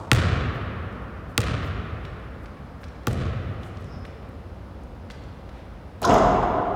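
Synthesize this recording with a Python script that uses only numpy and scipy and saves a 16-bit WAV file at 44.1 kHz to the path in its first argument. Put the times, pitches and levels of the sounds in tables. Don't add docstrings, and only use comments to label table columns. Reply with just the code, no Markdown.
import sys
import numpy as np
from scipy import signal
from scipy.io import wavfile
from scipy.ndimage import uniform_filter1d

SR = 44100
rng = np.random.default_rng(int(sys.argv[2]) if len(sys.argv) > 2 else 0)


def decibels_to_gain(level_db):
    exponent = np.asarray(level_db, float) / 20
    return 10 ** exponent


def to_wav(sig):
    pcm = np.clip(np.atleast_2d(sig), -1, 1) * 32767
    pcm = np.round(pcm).astype(np.int16)
    wavfile.write(sys.argv[1], SR, pcm.T)


N = 297932

# (frequency [Hz], density [dB per Hz])
AIR_SPECTRUM = [(15, -7.5), (25, -16), (80, 2), (127, -10.5), (202, -8.5), (388, -18), (522, -14),
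                (567, -16), (615, -18), (1210, -24.5), (1970, -34), (5110, -45.5), (7270, -57.5),
                (15100, -62.5), (16400, -65)]
AIR_DB = -39.5
# (frequency [Hz], width [Hz], level [dB])
DRONE_TONES = [
    (60.2, 4.8, -43.5),
    (5070, 60, -85),
    (10869, 25, -84.5),
]

# (frequency [Hz], decay time t60 [s])
HALL_DECAY = [(60, 2.9), (160, 3.26), (420, 4.05), (1100, 4.92), (2900, 2.67), (5000, 1.24), (8000, 0.9),
              (14000, 0.07)]

# (time [s], level [dB], centre [Hz])
SHOE_TICKS = [(.926, -51, 4000), (2.036, -61, 5500), (2.051, -33.5, 2480), (2.066, -55, 5000),
              (2.458, -39, 2800), (2.459, -45, 90), (2.518, -56, 4000), (2.833, -35, 1400),
              (2.8398, -36.5, 3000), (2.884, -47, 4000), (3.034, -52, 4500), (3.633, -37, 2580),
              (3.771, -42, 3500), (3.823, -50, 4470), (3.843, -47, 5500), (4.051, -34.5, 2030),
              (4.053, -52, 6496), (4.064, -49, 7000), (4.065, -67, 13500), (4.290, -50.5, 14000),
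              (4.835, -48.5, 7450), (5.101, -31, 2180), (5.1012, -51.5, 7000), (5.108, -36.5, 3600),
              (5.238, -45, 3600), (5.491, -40, 2500)]
TICK_S, TICK_SPREAD = 0.0046, 0.97
# (time [s], length [s], level [dB], centre [Hz])
SHOE_SCUFFS = [(.52, 0.067, -65.5, 12000), (0.92, 0.039, -76.5, 8000), (1.264, 0.086, -68, 9000),
               (1.61, 0.1, -61.5, 11090), (2.032, 0.038, -70, 10000), (2.403, 0.067, -68, 10000),
               (2.795, 0.054, -64, 10070), (2.83, .03, -55.5, 3000), (3.595, 0.13, -63, 6640),
               (3.787, 0.047, -67, 7900), (5.105, 0.025, -52, 3500), (5.5, 0.15, -56.5, 1800),
               (6.723, 0.055, -68, 13030)]
SQUEAK_S, SQUEAK_RISE_S, SQUEAK_LENGTH_S = 3.80, 0.13, 0.4
SQUEAK_DB, SQUEAK_FADE_DB_PER_S, SQUEAK_HZ, SQUEAK_SAG_HZ = -61, 73, 5270, 130

# (time [s], level [dB], centre [Hz], width [Hz])
RIM_KNOCKS = [(6.0172, -27.5, 6940, 13000), (6.029, -23.5, 3900, 5000), (6.039, -22, 3700, 2000),
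              (6.043, -16, 1430, 119), (6.044, -12, 1050, 100), (6.048, -24, 6300, 900),
              (6.049, -22.5, 5250, 700), (6.0492, -22, 3700, 1010), (6.050, -25, 9900, 6000),
              (6.092, -29.5, 5470, 3000), (6.107, -23, 2870, 900), (6.075, -26, 5300, 1500),
              (6.138, -26.5, 6380, 500), (6.138, -36, 12100, 4000), (6.177, -47, 11000, 5000),
              (6.18, -33, 6940, 900), (6.428, -15, 850, 500), (6.7535, -39.5, 7000, 12000)]
KNOCK_S = 0.0097
# (frequency [Hz], level [dB], decay time t60
# [s])
HOOP_MODES = [(250, -0.5, .8), (332, -6.5, 0.5), (456, -5, 0.56), (620.5, 9.5, 1.2), (664, 4.5, 1.2),
              (671.8, 11.5, 1.2), (715, 4.5, 1.2), (725, -0.5, 0.84), (809, -3.5, 0.65), (1032, -19, 0.55),
              (1072, -14, .7), (1350, -10, 0.68), (1445, -23, .6), (6650, -21, .3)]
# (frequency [Hz], level [dB], decay time t60 [s])
BRACKET_MODES = [(2000, 9, 0.013), (2550, -11, 0.0089), (2790, 5, 0.013), (3340, 1, 0.012),
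                 (3700, 7.5, 0.0056), (4300, -10, 0.0081), (4910, -2.5, 0.013), (5250, -0.5, 0.014),
                 (5750, -6, 0.013), (6300, -9, .01), (6720, -2, .02), (7450, -4.5, 0.014)]
# (frequency [Hz], density [dB per Hz])
BACKBOARD = [(24, -28), (40, 3), (137, -0.5), (209, 0.5), (237, -1), (269, 1.5), (444, 1.5), (516, 0),
             (650, 6), (1270, -6.5), (2440, -27), (2840, -26), (4460, -58), (6330, -43), (16000, -60)]
RIM_START_S, TOUCH_S, BLOW_S, HOLD_S = 6.0, 6.017, 6.09, 0.034
TOUCH_DB, BLOW_DB, SETTLE_DB_PER_S = -28.5, -13, 50

# (time [s], impact [dB], slap toward the microphone [dB], tick [dB], floor note [Hz])
BALL_BOUNCES = [
    (0.1161, -0.5, 2, -32, 101.5),
    (1.3787, -6, -1, 4.5, 93),
    (3.0704, -5.5, -14.5, -11, 91.5),
]
# (frequency [Hz], level [dB], decay time t60 [s])
BALL_MODES = [(224, 4, 0.057), (299, 9.5, 0.031), (479, 1, 0.083), (530, 1, 0.03), (833, -2, 0.062),
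              (1159, 3.5, 0.038), (1400, 11.5, 0.014), (1740, -18, 0.042), (2720, -8, 0.033),
              (3690, -10, 0.029)]
# (frequency [Hz], density [dB per Hz])
SKIN_TO_HALL = [(24, -33), (680, -14.5), (880, -4.5), (1250, 1.5), (2000, -4), (3600, -8.5), (14500, -31.5),
                (16400, -73.5)]
# (frequency [Hz], density [dB per Hz])
BOOM_TO_HALL = [(24, -46), (40, -10), (92, 1.5), (200, -11), (330, -19.5), (480, -17.5), (700, -25.5),
                (2000, -50.5)]
# (time [s], level [dB], strongest frequency [Hz])
WALL_ECHOES = [(0.1312, -11.5, 4300), (0.149, -22, 6500), (0.157, -23.5, 3100), (0.1638, -21, 3780),
               (0.2026, -30, 3680), (0.2184, -42, 3070), (1.3885, -27, 4500), (1.4045, -17, 3700),
               (1.4155, -19.5, 3690), (1.431, -24, 1800), (1.438, -33, 6000), (1.473, -25, 2990),
               (1.483, -33, 1300), (3.0805, -28.5, 6000), (3.094, -45, 7000), (3.108, -30.5, 1250),
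               (3.1125, -36, 6100), (3.130, -31, 8000), (3.176, -45, 12000), (3.2005, -40, 3200)]
CONTACT_S, CONTACT_PER_DB = 0.00078, 0.7
BOARDS_DB, BALL_DB, PEEL_DB, SKIN_HALL_DB, BOOM_HALL_DB = -8.5, -19.5, -17.5, -20, -10
SCATTER_S, WALL_TOP_HZ = 0.0018, 14000
DIFFUSE_S = 0.047


def evened(x):
    return x / np.sqrt(np.mean(x ** 2) + 1e-20)


def read(points, hz):
    f, value = np.transpose(points)
    return np.interp(np.log(hz + 1), np.log(f + 1), value)


def add(mix, s, sound):
    part = mix[round(s * SR):][:len(sound)]
    part += sound[:len(part)]


def coloured(x, spectrum):
    hz = abs(np.fft.fftfreq(8192, 1 / SR))
    log_gain = np.log(decibels_to_gain(np.maximum(read(spectrum, hz), -100)))
    taps = np.fft.ifft(np.exp(np.conj(signal.hilbert(log_gain)))).real[:4096]
    return signal.oaconvolve(x, taps / np.linalg.norm(taps))[:len(x)]


def resonate(x, hz, width):
    turn = np.exp(2j * np.pi * np.cumsum(hz * np.ones(len(x))) / SR)
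    r = np.exp(-np.pi * width / SR)
    return 2 * (turn * signal.lfilter([1 - r], [1, -r], x / turn)).real


def band(x, low_hz, high_hz):
    return signal.sosfilt(signal.butter(2, [low_hz, high_hz], "bandpass", fs=SR, output="sos"), x)


def burst(length):
    return rng.standard_normal(1500) * np.exp(-np.arange(1500) / SR / length)


def lasting(length, hz):
    return length * np.sqrt(3000 / hz)


def knock(db, hz, width, length):
    puff = np.r_[3.5, burst(length)[1:]]
    sound = band(puff, max(hz - width / 2, hz / 4), min(hz + width / 2, 17000))
    return decibels_to_gain(db) * sound * np.hanning(3000)[1500:] / abs(sound).max()


def ring(modes, length):
    t = np.arange(round(length * SR)) / SR
    out = np.zeros(len(t))
    for k, (hz, db, t60) in enumerate(modes):
        out += (-1) ** k * decibels_to_gain(db - 60 * t / t60) * np.sin(2 * np.pi * hz * t)
    return out


def falling_wave(top_hz, low_hz, slow, rise, length):
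    t = np.arange(13230) / SR
    phase = 2 * np.pi * (low_hz * t + top_hz * slow * np.log(1 + t / slow))
    return np.sin(phase) * (1 - np.exp(-t / rise)) * np.exp(-(t / length) ** 2)


def hall(build=0.11, early_db=6.0):
    taps = np.zeros(4 * SR)
    at = np.arange(0, len(taps), 12)
    uneven_db = early_db * np.exp(-at / SR / 0.45) * np.minimum(rng.exponential(1, len(at)), 4)
    tap_db = uneven_db - early_db * np.exp(-at / SR / 0.37)
    taps[at + rng.integers(0, 12, len(at))] = rng.choice([-1., 1.], len(at)) * decibels_to_gain(tap_db)
    hz, t, z = signal.stft(taps, SR, nperseg=512)
    decay = decibels_to_gain(-60 * t / read(HALL_DECAY, hz)[:, None])
    tail = signal.istft(z * decay, SR, nperseg=512)[1][:len(taps)]
    tail = tail * (1 - 0.26 * np.exp(-np.arange(len(tail)) / SR / build))
    return tail / np.linalg.norm(tail)


def ventilation():
    frames, hz = N // 512 + 5, np.fft.rfftfreq(2048, 1 / SR)
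    a, b, patches = rng.standard_normal((frames, 1025, 3)).T
    patches = evened(uniform_filter1d(uniform_filter1d(patches, 20, 0), 10, 1))
    z = (a + 1j * b) * decibels_to_gain(read(AIR_SPECTRUM, hz)[:, None] + 0.44 * patches)
    out = decibels_to_gain(AIR_DB) * evened(signal.istft(z, nperseg=2048, noverlap=1536)[1][:N])
    for tone_hz, width, db in DRONE_TONES:
        out += decibels_to_gain(db) * evened(resonate(rng.standard_normal(N), tone_hz, width))
    return out


def squeak():
    t = np.arange(0, SQUEAK_LENGTH_S, 1 / SR)
    pitch = SQUEAK_HZ - SQUEAK_SAG_HZ * t / SQUEAK_LENGTH_S
    squeal = resonate(resonate(rng.standard_normal(len(t)), pitch, 500), pitch, 800)
    fade_db = SQUEAK_FADE_DB_PER_S * np.maximum(t - SQUEAK_RISE_S, 0)
    effort = np.minimum(t / SQUEAK_RISE_S, 1) * decibels_to_gain(SQUEAK_DB - fade_db)
    return effort * evened(squeal)


def shoes():
    out = np.zeros(N)
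    for s, db, hz in SHOE_TICKS:
        add(out, s, knock(db, hz, TICK_SPREAD * hz, lasting(TICK_S, hz)))
    for s, length, db, hz in SHOE_SCUFFS:
        noise = rng.standard_normal(round(length * SR))
        brush = resonate(resonate(noise, hz, 1.4 * hz), hz, 1.4 * hz)
        add(out, s, decibels_to_gain(db) * evened(brush) * np.hanning(len(noise)))
    add(out, SQUEAK_S, squeak())
    return out + decibels_to_gain(-4.0) * signal.fftconvolve(out, hall())[:N]


def clattering_steel(t):
    build_db = np.interp(t, [TOUCH_S, BLOW_S], [TOUCH_DB, BLOW_DB], left=-120)
    shake = decibels_to_gain(build_db - SETTLE_DB_PER_S * np.maximum(t - BLOW_S - HOLD_S, 0))
    blows = decibels_to_gain(1.3 * np.minimum(rng.exponential(1, len(t)), 4)) * rng.choice([-1, 1], len(t))
    struck = rng.random(len(t)) < 3000 / SR
    part = rng.integers(0, len(BRACKET_MODES), len(t))
    clatter = shake * evened(blows * struck)
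    hoop = ring([(hz, db, min(t60, 0.16)) for hz, db, t60 in HOOP_MODES], 0.5)
    out = decibels_to_gain(-0.5) * coloured(clatter, BACKBOARD)
    out += decibels_to_gain(-10) * signal.fftconvolve(clatter, hoop / np.linalg.norm(hoop))[:len(t)]
    for k, (hz, db, t60) in enumerate(BRACKET_MODES):
        ping = ring([(hz, db, min(t60, 0.012))], 0.03)
        out += decibels_to_gain(-21.5) * signal.fftconvolve(clatter * shake * (part == k), ping)[:len(t)]
    return out


def rim():
    t = RIM_START_S + np.arange(N - round(RIM_START_S * SR)) / SR
    steel = clattering_steel(t)
    for s, db, hz, width in RIM_KNOCKS:
        add(steel, s - RIM_START_S, knock(db, hz, width, lasting(KNOCK_S, hz)))
    out = np.zeros(N)
    add(out, RIM_START_S, decibels_to_gain(-1.5) * steel + decibels_to_gain(-7.5) * signal.fftconvolve(steel, hall())[:len(t)])
    return out


def skin_slap(impact_db, slap_db):
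    across = np.r_[1, np.zeros(66), 0.3]
    click = np.r_[1, np.zeros(60)]
    length = CONTACT_S * decibels_to_gain(CONTACT_PER_DB * impact_db)
    slap = np.convolve(falling_wave(6400, 800, 0.0001, 0.00003, length)[:300], across)
    edge = 1.7 * band(click, 5960, 10500) + decibels_to_gain(-5 - 0.45 * slap_db) * band(click, 9700, 16300)
    return slap, np.convolve(edge, across)


def wall_slaps(out, slap, tick):
    source = slap + 2.4 * np.r_[tick, np.zeros(len(slap) - len(tick))]
    for s, db, hz in WALL_ECHOES:
        echo = np.convolve(source, burst(SCATTER_S))
        echo = 0.63 * echo + resonate(echo, hz, 1100) + 3 * resonate(echo, 1200, 350)
        echo = band(echo, 800, min(3 * hz, WALL_TOP_HZ))
        add(out, s, decibels_to_gain(db) * echo / abs(echo).max())


def earlier_sound(out):
    late = hall()[round(0.15 * SR):]
    fading = coloured(late, [(200, -5), (1000, -5.5), (2500, -29.5), (15000, -26.5)])
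    add(out, 0, decibels_to_gain(-40) * fading / np.std(fading[:4410]))


def bounces():
    out = np.zeros(N)
    for s, impact_db, slap_db, tick_db, note_hz in BALL_BOUNCES:
        slap, tick = skin_slap(impact_db, slap_db)
        boards = falling_wave(620, note_hz, 0.00042, 0.009, 0.036)
        ball = ring(BALL_MODES, 0.1) * np.minimum(np.arange(4410) / 60, 1)
        path = 20 * hall()
        fill_s = DIFFUSE_S * decibels_to_gain(-0.55 * slap_db)
        filling = 1 - 0.64 * np.exp(-(np.arange(len(path)) / SR / fill_s) ** 2)
        skin_hall_db = SKIN_HALL_DB + 0.61 * impact_db + 0.35 * slap_db
        add(out, s, decibels_to_gain(slap_db) * slap)
        add(out, s - 0.0001, decibels_to_gain(tick_db) * tick)
        add(out, s, decibels_to_gain(PEEL_DB + 0.18 * slap_db) * band(burst(0.0017), 2300, 11000))
        add(out, s + 0.0033, decibels_to_gain(BOARDS_DB + impact_db) * boards)
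        add(out, s + 0.00162, decibels_to_gain(BALL_DB + 0.85 * impact_db) * ball)
        add(out, s + 0.002065, decibels_to_gain(skin_hall_db) * filling * coloured(path, SKIN_TO_HALL))
        add(out, s + 0.0041, decibels_to_gain(BOOM_HALL_DB + 0.83 * impact_db) * coloured(path, BOOM_TO_HALL))
    wall_slaps(out, slap, tick)
    earlier_sound(out)
    return out


def scene():
    return (ventilation() + shoes() + rim() + bounces())[None]


def roll_off(x):
    return signal.sosfilt(signal.butter(12, 16750, fs=SR, output="sos"), x)


def record(dry):
    heard = signal.sosfilt(signal.butter(2, 42, "highpass", fs=SR, output="sos"), dry)
    return roll_off(np.clip(heard, -1, 1))


dry = scene()
out = record(dry)
to_wav(out)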